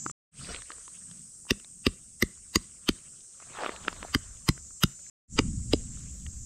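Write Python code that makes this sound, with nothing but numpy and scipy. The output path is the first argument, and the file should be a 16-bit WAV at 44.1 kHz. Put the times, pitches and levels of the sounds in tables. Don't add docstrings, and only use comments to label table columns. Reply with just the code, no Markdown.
import sys
import numpy as np
from scipy import signal
from scipy.fft import rfft, irfft, next_fast_len
from scipy.io import wavfile
from scipy.ndimage import uniform_filter1d

SR = 44100
rng = np.random.default_rng(int(sys.argv[2]) if len(sys.argv) > 2 else 0)


def dump_mix(stems):
    frames = np.atleast_2d(stems).T
    limited = np.clip(frames, -1, 1)
    pcm = np.round(limited * 32767).astype(np.int16)
    wavfile.write(sys.argv[1], SR, pcm)


def level_to_linear(level):
    exponent = np.asarray(level, float) / 20
    return 10 ** exponent


N = 284469
T = np.arange(N) / SR

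# t/s, crack peak/dB, relative brightness/dB, two favoured regions f/Hz, f/Hz
BLOWS = [(1.506, -6.5, -27, 2850, 1200), (1.8651, -9.5, -36, 2930, 4780), (2.2228, -9, -28, 3440, 6400),
         (2.5562, -7, -25, 2380, 5300), (2.8879, -10, -29, 2930, 1400), (4.146, -9.5, -30, 2510, 1180),
         (4.4872, -11, -25, 4870, 1065), (4.8341, -8, -25.5, 2950, 6420), (5.388, -8.5, -49.5, 2480, 1004),
         (5.7319, -12, -39.5, 3530, 1040)]
# f/Hz, relative level/dB, t60/s
STEEL_MODES = [(1180, -2, 0.0095), (1402, -22.5, 0.0073), (2046, -11, 0.014), (2020, -4, 0.012),
               (2586, -26.5, 0.003), (2950, 7.5, 0.0041), (3540, -9, 0.014), (3830, -1.5, 0.0011),
               (4120, -4.5, 0.0091), (4540, -12, 0.012), (4938, 3, 0.0067), (5700, -7, 0.0071),
               (6390, -10, 0.016), (7410, -13.5, 0.0009), (8160, -8, 0.0091), (9400, -14, 0.0083)]
# f/Hz, relative level/dB, t60/s
HEAD_MODES = [(11300, -8, .012), (12660, -1, .008), (14150, -2, .008), (14900, -10, .006)]
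# t/s, first push relative level/dB, its f/Hz, second push level/dB, its delay/ms
THUDS = [(1.5087, -16, 286.7, -12.5, 8.85), (1.8671, -8, 273, -15.5, 9), (2.2262, -12, 274, -14.5, 9.6),
         (2.558, -12, 263, -15.5, 10.4), (2.891, -10.5, 247, -15, 4.33), (4.1509, -14, 228, -14, 8.75),
         (4.489, -10.5, 188.2, -9.5, 8.07), (4.838, -11.5, 186.5, -11, 7.55), (5.3901, -9, 267, -12, 8.32),
         (5.7355, -6, 335, -11.5, 7.65)]
# f/Hz, gain/dB
SCATTER_TILT = [(300, -5.5), (3000, -3.5), (8000, 0), (15000, -16.5)]
# t/s, relative level/dB
BRUSHES = [(.416, -54), (.488, -39.5), (.505, -57)]
# f/Hz, relative level/dB, t60/s
LOOSE_PEG_MODES = [(714, -9.5, 0.24), (1400, 2, 0.082), (2540, -17, 0.14), (2950, -4, 0.14),
                   (3480, -7, 0.1), (5700, -8, 0.15)]
# t/s, relative level/dB, f/Hz
PATS = [(.061, -27, 300), (4.031, -36, 335)]
# t/s, peak level/dB, main f/Hz, relative treble level/dB
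STONES = [(0.063, -20.5, 1253, -4.5), (0.097, -30, 1202, -23), (0.446, -39, 2510, -15),
          (0.478, -39, 1360, 12), (0.546, -24.5, 2140, -10), (0.562, -31, 1800, 14), (0.62, -31.5, 1810, 4),
          (0.704, -27, 1190, -14), (0.718, -30.5, 1620, 6.5), (0.783, -45.5, 1180, -12),
          (0.879, -38.5, 980, 5.5), (1.113, -38.5, 2750, 4), (1.452, -47.5, 906, -25),
          (1.468, -44, 1020, -17), (1.599, -38.5, 2830, -27), (1.646, -38, 3480, -5.5),
          (3.206, -46.5, 3500, 8), (3.401, -41, 1200, -9.5), (3.424, -41, 1190, -15),
          (3.594, -31, 1010, -40), (3.635, -19, 1180, -18), (3.645, -20, 1300, -13),
          (3.662, -15, 1180, -31), (3.693, -20.5, 900, -22), (3.718, -36, 1125, -22),
          (3.762, -31.5, 2510, -17), (3.849, -33.5, 1400, -10), (3.881, -10.5, 1320, -4.5),
          (3.928, -29, 1110, -1), (3.964, -37, 1070, -23), (4.028, -22, 1100, -2),
          (4.049, -27.5, 700, -31.5), (4.09, -54, 1050, -17.5), (4.309, -49, 1500, -20),
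          (4.37, -50.5, 1970, -2), (4.577, -39.5, 1484, -21), (4.707, -46.5, 1240, -18),
          (4.992, -52.5, 1400, -10), (5.065, -48, 1590, -14.5), (6.265, -34.5, 1940, -25)]
# t/s, relative level/dB
GRIT = [(0.0, -67), (0.11, -59.5), (0.43, -52.5), (0.52, -44.5), (0.64, -63.5), (0.71, -57), (0.85, -66.5),
        (1.13, -66), (1.35, -78), (2.1, -78.5), (3.05, -66), (3.3, -76), (3.42, -60), (3.51, -54),
        (3.57, -40.5), (3.65, -36), (3.79, -50.5), (3.9, -45.5), (3.96, -53), (4.05, -51), (4.2, -61),
        (4.77, -78.5), (5.09, -67.5), (5.65, -72), (5.99, -64), (6.45, -75)]
# f/Hz, relative level/dB
FINE_GRIT = [(250, -8.5), (500, 2), (800, -25.5), (1200, -2), (2000, -5.5), (3000, -2.5), (5000, -5.5),
             (7000, -13.5), (10000, -32)]
# f/Hz, relative level/dB
HEAVY_GRIT = [(150, -20), (400, -6.5), (760, 1), (1190, -1.5), (1800, -8), (2300, -13), (4500, -21.5),
              (7000, -31.5), (10000, -43)]
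# t/s, weight (0-1)
HEAVINESS = [(0, .6), (.3, .1), (3.3, 0), (3.58, 0.7), (3.75, 0.7), (4.1, .4), (4.4, 0.2), (6.45, 0)]
# t/s, puff level/dB, deep rumble level/dB
WIND = [(0.0, -58.5, -82), (0.11, -54.5, -75.5), (0.43, -47.5, -55.5), (0.55, -58, -45),
        (0.67, -71.5, -63.5), (1.1, -57.5, -72), (1.3, -64.5, -72), (2.2, -65, -61.5), (3.1, -63, -69),
        (3.31, -69.5, -77), (3.6, -59, -65), (3.95, -56.5, -51), (4.35, -61.5, -51), (5.09, -67, -69.5),
        (5.43, -34.5, -31), (5.7, -43.5, -41), (6.1, -48.5, -45), (6.45, -53.5, -41)]
# f/Hz, relative level/dB
PUFF_SPECTRUM = [(53, -29), (90, -9), (151, -3), (216, -6.5), (320, -23), (420, -43), (700, -55.5),
                 (910, -75.5), (1540, -120)]
# f/Hz, relative level/dB
RUMBLE_SPECTRUM = [(8.8, -21.5), (15, -9.5), (65, 1.5), (81, -5), (120, -11), (160, -31), (260, -120)]
# t/s, chorus level/dB, weight of the lower-pitched kind (0-1), far shrill insect level/dB
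CICADAS = [(0, -42, 1., -74), (.2, -42.5, 1., -80), (.25, -46.5, .05, -89), (.9, -47, .05, -84.5),
           (1.4, -49, .05, -79.5), (1.95, -51.5, .1, -80), (2.3, -50.5, .1, -89), (3.1, -50.5, .15, -83),
           (3.45, -50, .2, -90), (3.65, -50.5, .4, -85), (4.05, -49.5, .45, -75), (4.25, -49, .5, -83),
           (4.7, -48.5, .6, -81), (5.15, -49, .6, -81), (5.2, -46, .55, -90.5), (5.9, -46, .6, -85),
           (6.2, -48, .7, -76), (6.45, -47, .8, -77)]
# f/Hz, relative level/dB
HIGH_CHORUS = [(3500, -41.5), (4700, -26), (5500, -17), (6500, -13), (7500, -8), (8300, -1), (9200, -11.5),
               (10000, -19.5), (10800, -29.5), (11400, -42.5)]
# f/Hz, relative level/dB
LOW_CHORUS = [(3500, -34), (4500, -24), (5100, -18), (6000, -8.5), (7200, 1.5), (8000, -4.5), (9000, -18),
              (10000, -25.5), (10800, -35), (11400, -44.5)]
# f/Hz, relative level/dB
SHRILL_SPECTRUM = [(10500, -28), (11200, -1.5), (12200, 0.5), (13200, -3.5), (14000, -6.5), (15500, -6.5),
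                   (16000, -32.5)]
ECHO_MS = [2.3, 1.69, 1.9]
# t/s, strength (0-1)
ECHO_STRENGTH = [(0, .6), (.2, .5), (.25, 0.3), (.9, .35), (1.45, 0.2), (1.7, .05), (3.1, .05), (3.5, 0),
                 (4.3, .05), (5.2, .05), (6.2, .3), (6.45, .1)]
# f/Hz, relative level/dB
FAR_SPECTRUM = [(200, -19), (350, 4), (600, -8), (760, -7.5), (1000, -30.5)]
# f/Hz, gain/dB
AIR_SIDE = [(60, -10.5), (120, -12), (240, -13.5), (480, -11.5), (950, -9), (1890, -10.5), (3770, -10),
            (7520, -8), (15000, -2)]
# f/Hz, gain/dB
NEAR_SIDE = [(60, -49), (130, -52), (290, -39), (640, -34.5), (1410, -15), (3100, -14.5), (6820, -14.5),
             (15000, 1.5)]
# t/s, gain of the difference signal below SPLIT_HZ/dB, gain above/dB
WIDTH = [(0, -1, -1), (.2, 2, 3), (.25, -32, -34), (1.02, -33, -39), (1.08, -33.5, -3), (3.15, -28.5, 3),
         (3.35, -11, 0.5), (3.6, -6.5, 7), (5.15, 2.5, -7.5), (5.2, -41, -37), (5.95, -29, -34),
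         (6.05, -27, -1), (6.45, -40, 2)]
# mute t/s, fade-in start t/s, fade-in end t/s
MUTES = [(0.115, 0.313, 0.4), (5.099, 5.276, 5.341)]

RATTLE_S = 0.0023
LEAD = 0.11
SEATED = 0.88
RETURN_DB, RETURN_S, RETURN_SPREAD_S = -34, 0.065, 0.036
SHAKE_DB, SHAKE_RUMBLE_DB, SHAKE_T60 = -41, -50.5, 0.19
SETTLE_DB, SETTLE_T60 = -60, 0.63
HEFT = 0.36
PATCHY_DB = 4.0
FAR_DB = -79
SPLIT_HZ, EDGE_HZ = 11600, 15600


def hammer():
    out = np.zeros(N)
    chance = rng.standard_normal((len(BLOWS), 2600))
    angles = rng.standard_normal((len(BLOWS), len(STEEL_MODES), 2))
    for (s, *force), row, angle in zip(BLOWS, chance, angles):
        add(out, s - len(row) / 2 / SR, blow(*force, row, angle))
    for s, *push in THUDS:
        add(out, s, thud(*push))
    t = np.arange(SR // 4) / SR
    scatter = rng.standard_normal(len(t)) * level_to_linear(-60 * t / 0.084)
    late = rng.standard_normal(len(t)) * np.exp(-((t - RETURN_S) / RETURN_SPREAD_S) ** 2)
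    near = signal.oaconvolve(colour(out, SCATTER_TILT), scatter / np.linalg.norm(scatter))[:N]
    returned = signal.oaconvolve(out, late / np.linalg.norm(late))[:N]
    return out + level_to_linear(-14.5) * near + level_to_linear(RETURN_DB) * returned


def blow(crack_db, bright_db, centre_hz, other_hz, chance, angle):
    dull = np.clip((-bright_db - 28.5) / 38.0, 0, 1)

    def favour(hz):
        regions = sum(np.exp(-(np.log(hz / f) / 0.15) ** 2) for f in (centre_hz, other_hz))
        return 5.0 * regions - 15.0 * dull * hz / 8000

    steel = sum(level_to_linear(db + favour(hz) + 2 * a) * ring(hz * (1 + 0.031 * b), t60)
                for (hz, db, t60), (a, b) in zip(STEEL_MODES, angle))
    steel += 0.69 * dull * (ring(520, 0.035) + ring(950, 0.02))
    head = sum(level_to_linear(db + 3.7 * a) * ring(hz * (1 + 0.008 * b), t60)
               for (hz, db, t60), (a, b) in zip(HEAD_MODES, angle))
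    sound = signal.fftconvolve(scrape(chance, RATTLE_S, abs(LEAD), 0.0068), steel)
    head_force = scrape(chance, 0.00093, 0.033, 0.0099)
    sound += level_to_linear(bright_db + 18.5) * signal.fftconvolve(head_force, head)
    return level_to_linear(crack_db) * sound / abs(sound).max()


def thud(first_db, first_hz, second_db, delay_ms):
    late = np.arange(4096) / SR - delay_ms / 1000
    second_hz = SEATED * first_hz
    first = 0.13 * ring(78, 0.12, 0, 0.0065) + 0.14 * ring(38, 0.11, 0.0099, 0.0048)
    first -= 2.52 * ring(first_hz, 3.38 / first_hz, 0, 0.37 / first_hz)
    second = -np.cos(2 * np.pi * second_hz * late) * np.exp(-(late * second_hz / 0.4) ** 2)
    second += 0.084 * ring(0.79 * second_hz, 0.15, delay_ms / 1000, 0.011)
    onset = np.minimum(np.arange(4096) / 60, 1)
    return level_to_linear(first_db) * first + level_to_linear(second_db) * second * onset


def stones():
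    out = np.zeros(N)
    pitch = rng.uniform(0.85, 1.3, (len(STONES), 3))
    grate = rng.standard_normal((len(STONES), 600))
    for (s, db, hz, treble_db), (a, b, c), chance in zip(STONES, pitch, grate):
        knock = ring(hz, 10.7 / hz) + 1.1 * ring(0.61 * a * hz, 0.0029)
        knock += 0.41 * ring(1.5 * c * hz, 0.0062) + 0.23 * ring(0.62 * b * hz, 0.0053)
        soil_push = ring(300 * b, 0.0068) + ring(520 * c, 0.006)
        knock += level_to_linear(-10.5 + HEFT * (db + 22)) * soil_push
        knock += level_to_linear(treble_db - 2.5) * (ring(3100 * c, 0.0043) + ring(4500 * a, 0.0034))
        knock = signal.fftconvolve(scrape(chance, 0.0007, 0.04, 0.004), knock)
        add(out, s - len(chance) / 2 / SR, level_to_linear(db) * knock / abs(knock).max())
    return out


def loose_peg():
    out = np.zeros(N)
    t = np.arange(SR // 3) / SR
    onset = np.minimum(t / 0.0042, 1)
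    touches = rng.standard_normal((len(BRUSHES), len(LOOSE_PEG_MODES)))
    for (s, force_db), weights in zip(BRUSHES, touches):
        for (hz, db, t60), w in zip(LOOSE_PEG_MODES, weights):
            decay = level_to_linear(force_db + db + 2 * w - 60 * t / t60)
            add(out, s, decay * np.sin(2 * np.pi * hz * t) * onset)
    return out


def pats():
    out = np.zeros(N)
    for s, db, hz in PATS:
        thump = ring(hz, 0.026, 0, 0.00071) + 0.58 * ring(1.8 * hz, 0.0077, 0, 0.0006)
        add(out, s, level_to_linear(db) * thump)
    return out


def grit():
    clumps = evened(uniform_filter1d(rng.standard_normal(N), size=500))
    strength_db = 3.9 * np.minimum(rng.exponential(1, N), 4) + 4.2 * clumps
    clicks = level_to_linear(strength_db) * (rng.random(N) < 1200 / SR)
    kind, kinds_hz = rng.integers(0, 12, N), np.geomspace(650, 5200, num=12)
    crunch = np.zeros(N)
    for k, hz in enumerate(kinds_hz):
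        rung = signal.oaconvolve(clicks * (kind == k), ring(hz, 10.0 / hz)[:1024])[:N]
        crunch += level_to_linear(grit_db(hz, T)) * rung
    rustle = hiss(lambda hz, t: level_to_linear(grit_db(hz, t)), PATCHY_DB, size=256)
    gain = after_blows(curve(GRIT, T)[0], SETTLE_DB, SETTLE_T60)
    return gain * (1.053 * rustle + 0.37 * np.outer([1, 0.1], evened(crunch)))


def grit_db(hz, t):
    heavy = np.clip(curve(HEAVINESS, t)[0], 0, 1)
    return heavy * read(HEAVY_GRIT, hz) + (1 - heavy) * read(FINE_GRIT, hz)


def wind():
    puff_db, rumble_db = curve(WIND, T)
    puffs = hiss(steady(PUFF_SPECTRUM), 2.6, size=1024)
    rumble = hiss(steady(RUMBLE_SPECTRUM), 0.96, size=2048)
    return (after_blows(puff_db, SHAKE_DB, SHAKE_T60) * puffs
            + after_blows(rumble_db, SHAKE_RUMBLE_DB, SHAKE_T60) * rumble)


def insects():
    chorus_db, _, shrill_db = curve(CICADAS, T)
    return level_to_linear(chorus_db) * hiss(chorus, 1.4) + level_to_linear(shrill_db) * hiss(steady(SHRILL_SPECTRUM), 1.5)


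def chorus(hz, t):
    low = np.clip(curve(CICADAS, t)[1], 0, 1)
    passage = np.searchsorted([start for _, start, _ in MUTES], t)
    echo_ms = np.array(ECHO_MS)[passage]
    echo = np.clip(curve(ECHO_STRENGTH, t)[0], 0, 0.8)
    blend = level_to_linear(low * read(LOW_CHORUS, hz) + (1 - low) * read(HIGH_CHORUS, hz))
    gain = blend / abs(1 - echo * np.exp(-2j * np.pi * hz * echo_ms / 1000))
    return gain / np.linalg.norm(gain, axis=0)


def distant_wash():
    return level_to_linear(FAR_DB) * hiss(steady(FAR_SPECTRUM), 2.0, size=1024)


def ring(hz, t60, lag=0., rise=0.00027):
    t = np.maximum(np.arange(4096) / SR - lag, 0)
    return (1 - np.exp(-(t / rise) ** 2)) * level_to_linear(-60 * t / t60) * np.sin(2 * np.pi * hz * t)


def scrape(chance, length_s, lead=0., lead_s=.01):
    t = (np.arange(len(chance)) - len(chance) // 2) / SR
    after = np.maximum(t / length_s, 0)
    swell = np.exp(np.minimum(t, 0) / lead_s - after)
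    force = chance * (after * np.exp(-after ** 2) + lead * swell)
    return force / np.linalg.norm(force)


def after_blows(level_db, blow_db, t60):
    since = T - np.array([row[0] for row in BLOWS])[:, None]
    swell = (since > 0) * level_to_linear(blow_db - 60 * np.maximum(since, 0) / t60)
    return np.sqrt(level_to_linear(level_db) ** 2 + (swell ** 2).sum(axis=0))


def hiss(shape, patchy_db, size=512):
    frames, hz = 4 * N // size + 5, np.fft.rfftfreq(size, 1 / SR)
    a, b, c, d, patches = rng.standard_normal((frames, len(hz), 5)).T
    patches = uniform_filter1d(patches, size=6, axis=0)
    patches = evened(uniform_filter1d(patches, size=20, axis=1))
    gain = shape(hz[:, None], np.arange(frames) * size / 4 / SR) * level_to_linear(patchy_db * patches)
    difference = (c + 1j * d) * level_to_linear(read(AIR_SIDE, hz))[:, None]
    spectra = np.array([a + 1j * b, difference]) * gain
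    pair = signal.istft(spectra, nperseg=size, noverlap=3 * size // 4)[1][:, :N]
    return pair / np.std(pair[0])


def steady(points):
    return lambda hz, t: level_to_linear(read(points, hz))


def colour(x, points):
    size = next_fast_len(N)
    gain = level_to_linear(read(points, np.fft.rfftfreq(size, 1 / SR)))
    return irfft(rfft(x, size) * gain, size)[..., :N]


def read(points, hz):
    f, value = np.transpose(points)
    return np.interp(np.log(hz + 1), np.log(f + 1), value)


def curve(table, t):
    s, *columns = np.transpose(table)
    return [np.interp(t, s, c) for c in columns]


def evened(x):
    return x / np.sqrt(np.mean(x ** 2) + 1e-20)


def add(mix, s, sound):
    part = mix[round(s * SR):][:len(sound)]
    part += sound[:len(part)]


def scene():
    near = hammer() + colour(stones(), [(100, -26.0), (300, 0.5)]) + loose_peg() + pats()
    shifted = signal.hilbert(near, next_fast_len(N))[:N].imag
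    apart = colour(shifted - 0.3 * near, NEAR_SIDE)
    both, between = np.array([near, apart]) + grit() + wind() + insects() + distant_wash()
    low = signal.oaconvolve(between, signal.firwin(255, SPLIT_HZ, fs=SR), "same")
    low_db, high_db = curve(WIDTH, T)
    between = level_to_linear(low_db) * low + level_to_linear(high_db) * (between - low)
    return np.array([both + between, both - between])


def band_limit(x):
    return signal.sosfilt(signal.butter(12, 16330, fs=SR, output="sos"), x)


def record(dry):
    gain = np.ones(N)
    for mute, start, end in MUTES:
        fade_in = np.clip((T - start) / (end - start), 0, 1) ** 1.5
        gain *= np.where(T < mute, 1, fade_in)
    limited = signal.oaconvolve(dry, signal.firwin(127, EDGE_HZ, fs=SR)[None], "same")
    return band_limit(limited * gain)


dry = scene()
out = record(dry)
dump_mix(out)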